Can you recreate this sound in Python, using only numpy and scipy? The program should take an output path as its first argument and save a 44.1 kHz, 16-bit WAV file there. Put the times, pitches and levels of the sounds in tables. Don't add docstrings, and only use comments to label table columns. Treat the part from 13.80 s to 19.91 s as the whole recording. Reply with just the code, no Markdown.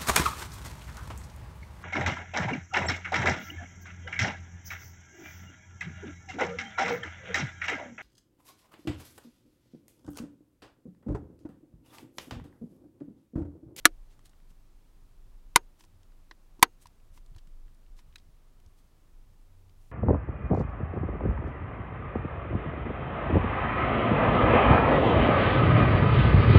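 import sys
import numpy as np
from scipy import signal
from scipy.fft import rfft, irfft, next_fast_len
from scipy.io import wavfile
from scipy.ndimage import map_coordinates

SR = 44100
rng = np.random.default_rng(int(sys.argv[2]) if len(sys.argv) > 2 else 0)


def materialize(psi):
    bounded = np.clip(np.atleast_2d(psi).T, -1, 1)
    quanta = np.round(bounded * 32767).astype(np.int16)
    wavfile.write(sys.argv[1], SR, quanta)


def gain_from_decibels(decibels):
    exponent = np.asarray(decibels, float) / 20
    return 10 ** exponent


N = 269671


def unit(x):
    return x / np.sqrt(np.mean(x ** 2) + 1e-20)


def along(points, hz):
    f, v = np.transpose(points)
    return np.interp(np.log(hz + 1), np.log(f + 1), v)


def filtered(x, response):
    m = next_fast_len(len(x) + 8192)
    return irfft(rfft(x, m) * response(np.fft.rfftfreq(m, 1 / SR)), m)[:len(x)]


def hump(centre_hz, octaves):
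    return lambda hz: np.exp(-.5 * (np.log2((hz + 1) / centre_hz) / octaves) ** 2)


def wobble(rate):
    return map_coordinates(rng.standard_normal(128), [np.arange(N) * rate / SR])


def add(track, s, sound):
    part = track[round(s * SR):][:len(sound)]
    part += sound[:len(part)]


# frequency in Hz, density in dB per Hz.
HISS_SPECTRUM = [(88, -30), (150, -5), (236, -4.5), (356, -7), (409, -11), (594, -13.5), (1230, -16),
                 (1530, -20), (15000, -29), (16500, -31.5)]


def microphone_hiss():
    hiss = unit(filtered(rng.standard_normal(N), lambda hz: gain_from_decibels(along(HISS_SPECTRUM, hz))))
    air = unit(filtered(rng.standard_normal(N), hump(500, 1.0)))
    swell = map_coordinates(rng.standard_normal(60), [np.arange(N) / SR * 7])
    return gain_from_decibels(-70.5) * hiss + gain_from_decibels(-82.5 + 3 * np.tanh(swell)) * air


# frequency in Hz, density in dB per Hz.
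RUMBLE_SPECTRUM = [(30, -21), (45, -1.5), (90, -2), (160, -11), (250, -34)]


def building_rumble():
    spectrum = [(15, -120)] + RUMBLE_SPECTRUM + [(600, -120)]
    rumble = unit(filtered(rng.standard_normal(N), lambda hz: gain_from_decibels(along(spectrum, hz))))
    return gain_from_decibels(-67 + 2.5 * wobble(11)) * rumble


# time in seconds, level in dB.
HUM_LEVEL = [(0.0, -52.5), (0.98, -54), (1.05, -61), (1.22, -52.5), (1.92, -54.5), (2.01, -63),
             (2.06, -53.5), (2.87, -56), (3.13, -64), (3.25, -50), (3.59, -46.5), (4.76, -57), (5.53, -53),
             (6.11, -55.5)]


def room_hum():
    t = np.arange(N) / SR
    scatter = unit(filtered(rng.standard_normal(N), hump(34, .3)))
    tone = np.sin(2 * np.pi * 23.7 * t + 0.73 * wobble(6))
    hum = unit(tone + 0.28 * scatter)
    return gain_from_decibels(np.interp(t, *np.transpose(HUM_LEVEL)) + 2.5 * wobble(6.3)) * hum


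# middle in seconds, half length in seconds, frequency in Hz,
# level in dB, rise in Hz per second.
MACHINE_SWELLS = [
    (2.16, 0.082, 87.3, -59, 4),
    (5.825, 0.19, 92.6, -58, 18),
]


def distant_machine():
    t = np.arange(N) / SR
    drone = np.zeros(N)
    for mid, half, hz, db, rise in MACHINE_SWELLS:
        from_mid = t - mid
        envelope = gain_from_decibels(db) * np.exp(-(from_mid / half) ** 4)
        drone += envelope * np.sin(2 * np.pi * (hz + rise * from_mid / 2) * from_mid)
    return drone


# time in seconds, level in dB, frequency in Hz.
DESK_NUDGES = [(0.442, -58, 305.7), (0.711, -53.5, 172), (2.795, -45.5, 262), (3.062, -54.5, 77.4),
               (3.521, -48, 127), (3.565, -43, 80.6), (3.678, -55, 152), (4.872, -48, 70.3),
               (5.99, -54.5, 60)]


def desk_nudges():
    t = np.arange(N) / SR
    track = np.zeros(N)
    for s, db, hz in DESK_NUDGES:
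        track += gain_from_decibels(db) * np.exp(-2 * ((t - s) * hz) ** 2) * np.sin(2 * np.pi * hz * (t - s))
    return track


def desk_top(x):
    t = np.arange(SR // 4) / SR
    tail = filtered(rng.standard_normal(len(t)), hump(360, .55))
    tail = tail * gain_from_decibels(-60 * t / .1) * (1 - np.exp(-t / .004))
    return gain_from_decibels(-31) * signal.fftconvolve(x, tail / np.linalg.norm(tail))[:N]


# time in seconds, level in dB, centre frequency in Hz.
NAIL_TICKS = [(.392, -55.5, 1500), (.533, -57, 1484), (.601, -61, 1800), (.715, -60, 1300),
              (2.049, -55, 5500), (2.2317, -56.5, 3350), (2.32, -62.5, 2500), (2.7950, -55, 4000),
              (2.8186, -53, 5500), (2.8252, -42, 2000), (3.2, -64, 2000), (3.462, -57, 5000),
              (3.548, -55, 2400), (3.881, -61, 1990), (3.947, -62, 6500), (4.064, -61.5, 2000),
              (4.326, -58, 2200), (4.338, -60, 2300), (4.399, -58.5, 2600), (4.862, -57.5, 5000),
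              (5.895, -57, 2900)]
FLAT_TAPS = [(3.0572, -55.5, 5985), (3.069, -50, 3600), (3.5626, -53, 2300), (3.672, -61, 2200),
             (4.3582, -47, 5000), (4.80, -62, 3000)]
CREAKS = [(.0478, -37, 1700), (.494, -61.5, 5500), (1.7545, -50, 1993), (2.5117, -49.5, 2500),
          (3.0568, -55, 2500), (3.5826, -53.5, 3300), (4.1897, -55, 2500), (4.3818, -54.5, 3600)]
PAD_PATS = [(.4557, -53.5, 4500), (2.0067, -54.5, 2720), (2.0376, -56.5, 2500), (3.3751, -57, 1498)]
RATTLES = [(.0614, -19, 10000), (.0698, -31, 10000), (.392, -56, 6800)]


def small_contacts():
    track, t = np.zeros(N), np.arange(SR // 16) / SR
    # contacts, width in octaves, t60 in seconds
    kinds = [(NAIL_TICKS, .75, .013), (FLAT_TAPS, 1.65, .02), (CREAKS, .75, .03),
             (PAD_PATS, 1.4, .035), (RATTLES, .27, .0069)]
    for contacts, octaves, t60 in kinds:
        for s, db, centre_hz in contacts:
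            burst = unit(filtered(rng.standard_normal(len(t)), hump(centre_hz, octaves)))
            add(track, s, gain_from_decibels(db - 60 * t / t60) * (1 - np.exp(-t / .0004)) * burst)
    return track


# time in seconds, level in dB, share of the deep mode in dB.
SOFT_KNOCKS = [(2.007, -54.5, -11), (2.04, -53, -10), (2.511, -57.5, 5), (2.7945, -47.5, -5),
               (2.818, -47, -7), (3.0568, -40, -30), (3.375, -50.5, -20), (3.5626, -55.5, -0.5),
               (4.19, -53, -20), (4.358, -58, -17)]


def soft_knocks():
    track, t = np.zeros(N), np.arange(SR // 16) / SR
    for s, db, deep_db in SOFT_KNOCKS:
        upper = gain_from_decibels(-60 * t / .022) * np.sin(2 * np.pi * 980 * t)
        deep = gain_from_decibels(deep_db - 60 * t / 0.06) * np.sin(2 * np.pi * 335 * t)
        add(track, s, gain_from_decibels(db) * (1 - np.exp(-t / 0.00074)) * (upper + deep))
    return track


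# middle in seconds, half length in seconds, level in dB,
# centre frequency in Hz, width in octaves.
FINGER_SLIDES = [(0.322, .03, -69.5, 3040, 1.3), (0.462, 0.022, -64, 4000, 1.7),
                 (0.705, 0.019, -71.5, 4000, 1.9), (2.0, 0.013, -63, 5000, 3.5),
                 (2.045, 0.015, -78, 9000, 1.3), (3.026, 0.018, -64, 9150, 0.44),
                 (3.027, 0.03, -64.5, 2970, 2.7), (2.024, 0.018, -70, 6000, 1.7),
                 (3.357, 0.038, -67, 8000, 3.3), (3.375, 0.016, -66, 4000, 3.2),
                 (3.588, 0.011, -65.5, 1500, 2), (4.187, 0.029, -65.5, 3470, 1.54),
                 (4.99, .03, -71.5, 5980, 2.9), (6.05, 0.12, -74, 9000, 2)]


def finger_slides():
    track = np.zeros(N)
    from_mid = np.linspace(-1 / 8, 1 / 8, SR // 4)
    n = len(from_mid)
    for s, half, db, centre_hz, octaves in FINGER_SLIDES:
        noise = rng.standard_normal(n)
        grip = np.repeat(rng.standard_normal(n), 70)[:n]
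        rub = unit(filtered(noise * gain_from_decibels(2.5 * grip), hump(centre_hz, octaves)))
        add(track, s - 1 / 8, gain_from_decibels(db) * np.exp(-2 * (from_mid / half) ** 2) * rub)
    return track


def fingers():
    touches = small_contacts() + soft_knocks() + finger_slides()
    return filtered(touches, lambda hz: 1 / np.sqrt(1 + (hz / 12500) ** 6))


# time in seconds, level in dB.
SETTLES = [
    (2.511, -46.5),
    (4.3572, -46),
]
# frequency in Hz, bandwidth in Hz, level in dB.
SETTLE_RINGS = [
    [(614, 270, -8.5), (1050, 240, -1.5), (1400, 410, -3.5), (1890, 133, 4), (2670, 560, -21),
     (4000, 340, -10), (5500, 1020, -17.5)],
    [(1580, 320, -4.5), (1940, 360, -5.5), (2500, 210, -1.5), (3200, 1100, -13.5), (3960, 300, -1),
     (5000, 1100, -15), (6600, 770, -13.5)],
]


def settling_catches():
    track, t = np.zeros(N), np.arange(SR // 16) / SR
    for (s, level_db), rings in zip(SETTLES, SETTLE_RINGS):
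        def modes(f):
            return sum((-1) ** k * gain_from_decibels(db) * 1j * f * width / (hz * hz - f * f + 1j * f * width)
                       for k, (hz, width, db) in enumerate(rings))
        scrape = rng.standard_normal(len(t)) * gain_from_decibels(-60 * t / 0.025)
        sound = filtered(scrape, modes)
        add(track, s, gain_from_decibels(level_db) * sound / sound[:200].std())
    return track


def shell_ring(shell, rise):
    t = np.arange(SR // 4) / SR
    ring = sum((-1) ** k * gain_from_decibels(db - 60 * t / t60) * np.sin(2 * np.pi * hz * t)
               for k, (hz, db, t60) in enumerate(shell))
    choke = np.exp(-(t / .027) ** 2)
    return ring * choke * (1 - np.exp(-t / rise))


# frequency in Hz, t60 in seconds.
CRACK_DECAY = [(1000, 0.067), (4000, .043), (8000, 0.033), (14000, .026)]


def crack_noise(colour):
    t = np.arange(SR // 4) / SR
    hz, frame, z = signal.stft(rng.standard_normal(len(t)), SR, nperseg=128)
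    gain = gain_from_decibels(along(colour, hz)[:, None] - 60 * frame / along(CRACK_DECAY, hz)[:, None])
    crack = signal.istft(z * gain, SR, nperseg=128)[1][:len(t)]
    crack = crack * (1 - np.exp(-t / .0002)) * (1 + 5.9 * np.exp(-t / 0.0044))
    return crack / crack[:200].std()


# frequency in Hz, level in dB, t60 in seconds.
SPRINGS = [
    (6495, -3, .25),
    (6550, -5, .22),
    (2790, -7, .3),
]


def snap(blow_db, crack_db, push_db, rise, spring_db, shell, colour):
    t = np.arange(SR // 4) / SR
    spring = sum(gain_from_decibels(db - 60 * t / t60) * np.sin(2 * np.pi * hz * t) for hz, db, t60 in SPRINGS)
    push = np.sin(2 * np.pi * 150 * t) * gain_from_decibels(-60 * t / 0.02)
    sound = gain_from_decibels(blow_db) * shell_ring(shell, rise) + gain_from_decibels(crack_db) * crack_noise(colour)
    return sound + gain_from_decibels(spring_db) * spring + gain_from_decibels(push_db) * push


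# time in seconds, blow in dB, crack in dB,
# air push in dB, rise in seconds.
SNAPS = [
    (0.054, -1, -9.5, -26, 0.0005),
    (1.7593, -4, -11, -19.5, .0012),
    (2.8272, -1, -10, -17.5, 0.0008),
]
SPRING_DB = [-72, -64, -63]
# frequency in Hz, level in dB, t60 in seconds.
FIRST_SHELL = [(272, -17.5, 0.029), (334, -14.5, 0.046), (505, -21.5, .04), (712, -18, .04),
               (960, -19.5, .035), (1180, -11, 0.042), (1300, -10, .04), (1455, -8.5, 0.037),
               (1560, -29.5, .03), (1700, -1.5, 0.026), (2022, -8.5, 0.018), (2210, -11.5, .03),
               (2530, -14, 0.0058), (2970, -11.5, 0.026), (3300, -11.5, 0.025), (3740, -14.5, .025),
               (4200, -9, .022)]
SECOND_SHELL = [(337.1, -18, 0.052), (488.3, -18.5, 0.039), (756, -15.5, 0.031), (942.5, -2, 0.0342),
                (1024.3, -3.5, .03), (1180, -13, .035), (1473, -1.5, 0.025), (2062, -3.5, .022),
                (2420, -9, 0.029), (3140, -17, 0.0095), (3805, -12, 0.021)]
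THIRD_SHELL = [(238.7, -26.5, .04), (348, -20, 0.063), (454.2, -23, .045), (533, -25, .04),
               (768, -15.5, 0.045), (962, 1.5, 0.022), (1063.6, -3, .03), (1295.7, -10.5, .035),
               (1513, -12.5, .035), (1950, -12.5, 0.036), (2320, -14, 0.026), (2890, -18, .03),
               (3670, -5.5, 0.017), (4500, -9.5, 0.023)]
# frequency in Hz, density in dB per Hz.
FIRST_CRACK = [(600, -36.5), (1300, -13.5), (2500, -11.5), (4200, -9), (7000, -8.5), (11500, -10.5),
               (14500, -18.5), (16300, -29.5)]
SECOND_CRACK = [(600, -36), (1300, -7), (2500, -14.5), (4500, -13), (7500, -14.5), (10000, -12.5),
                (14000, -23), (16300, -31)]
THIRD_CRACK = [(600, -32.5), (1300, -8), (2600, -16.5), (4200, -12), (7000, -20), (11000, -17),
               (14500, -20.5), (16300, -33.5)]


def snapping_catches():
    track = np.zeros(N)
    shells = (FIRST_SHELL, SECOND_SHELL, THIRD_SHELL)
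    colours = (FIRST_CRACK, SECOND_CRACK, THIRD_CRACK)
    for (s, *levels), spring_db, shell, colour in zip(SNAPS, SPRING_DB, shells, colours):
        add(track, s, snap(*levels, spring_db, shell, colour))
    return track


def scene():
    phone = snapping_catches() + settling_catches() + fingers()
    room = room_hum() + building_rumble() + distant_machine() + desk_nudges()
    return (phone + desk_top(phone) + room)[None]


def top_cut(x):
    return signal.sosfilt(signal.butter(12, 16760, fs=SR, output="sos"), x)


def record(dry):
    hiss = microphone_hiss()
    x = dry[0] + hiss
    x = x / (1 + np.abs(x / .98) ** 6) ** (1 / 6)
    mix = filtered(x, lambda hz: np.clip(.5 + (16030 - hz) / 400, .12, 1))[None]
    return top_cut(mix)


dry = scene()
out = record(dry)
materialize(out)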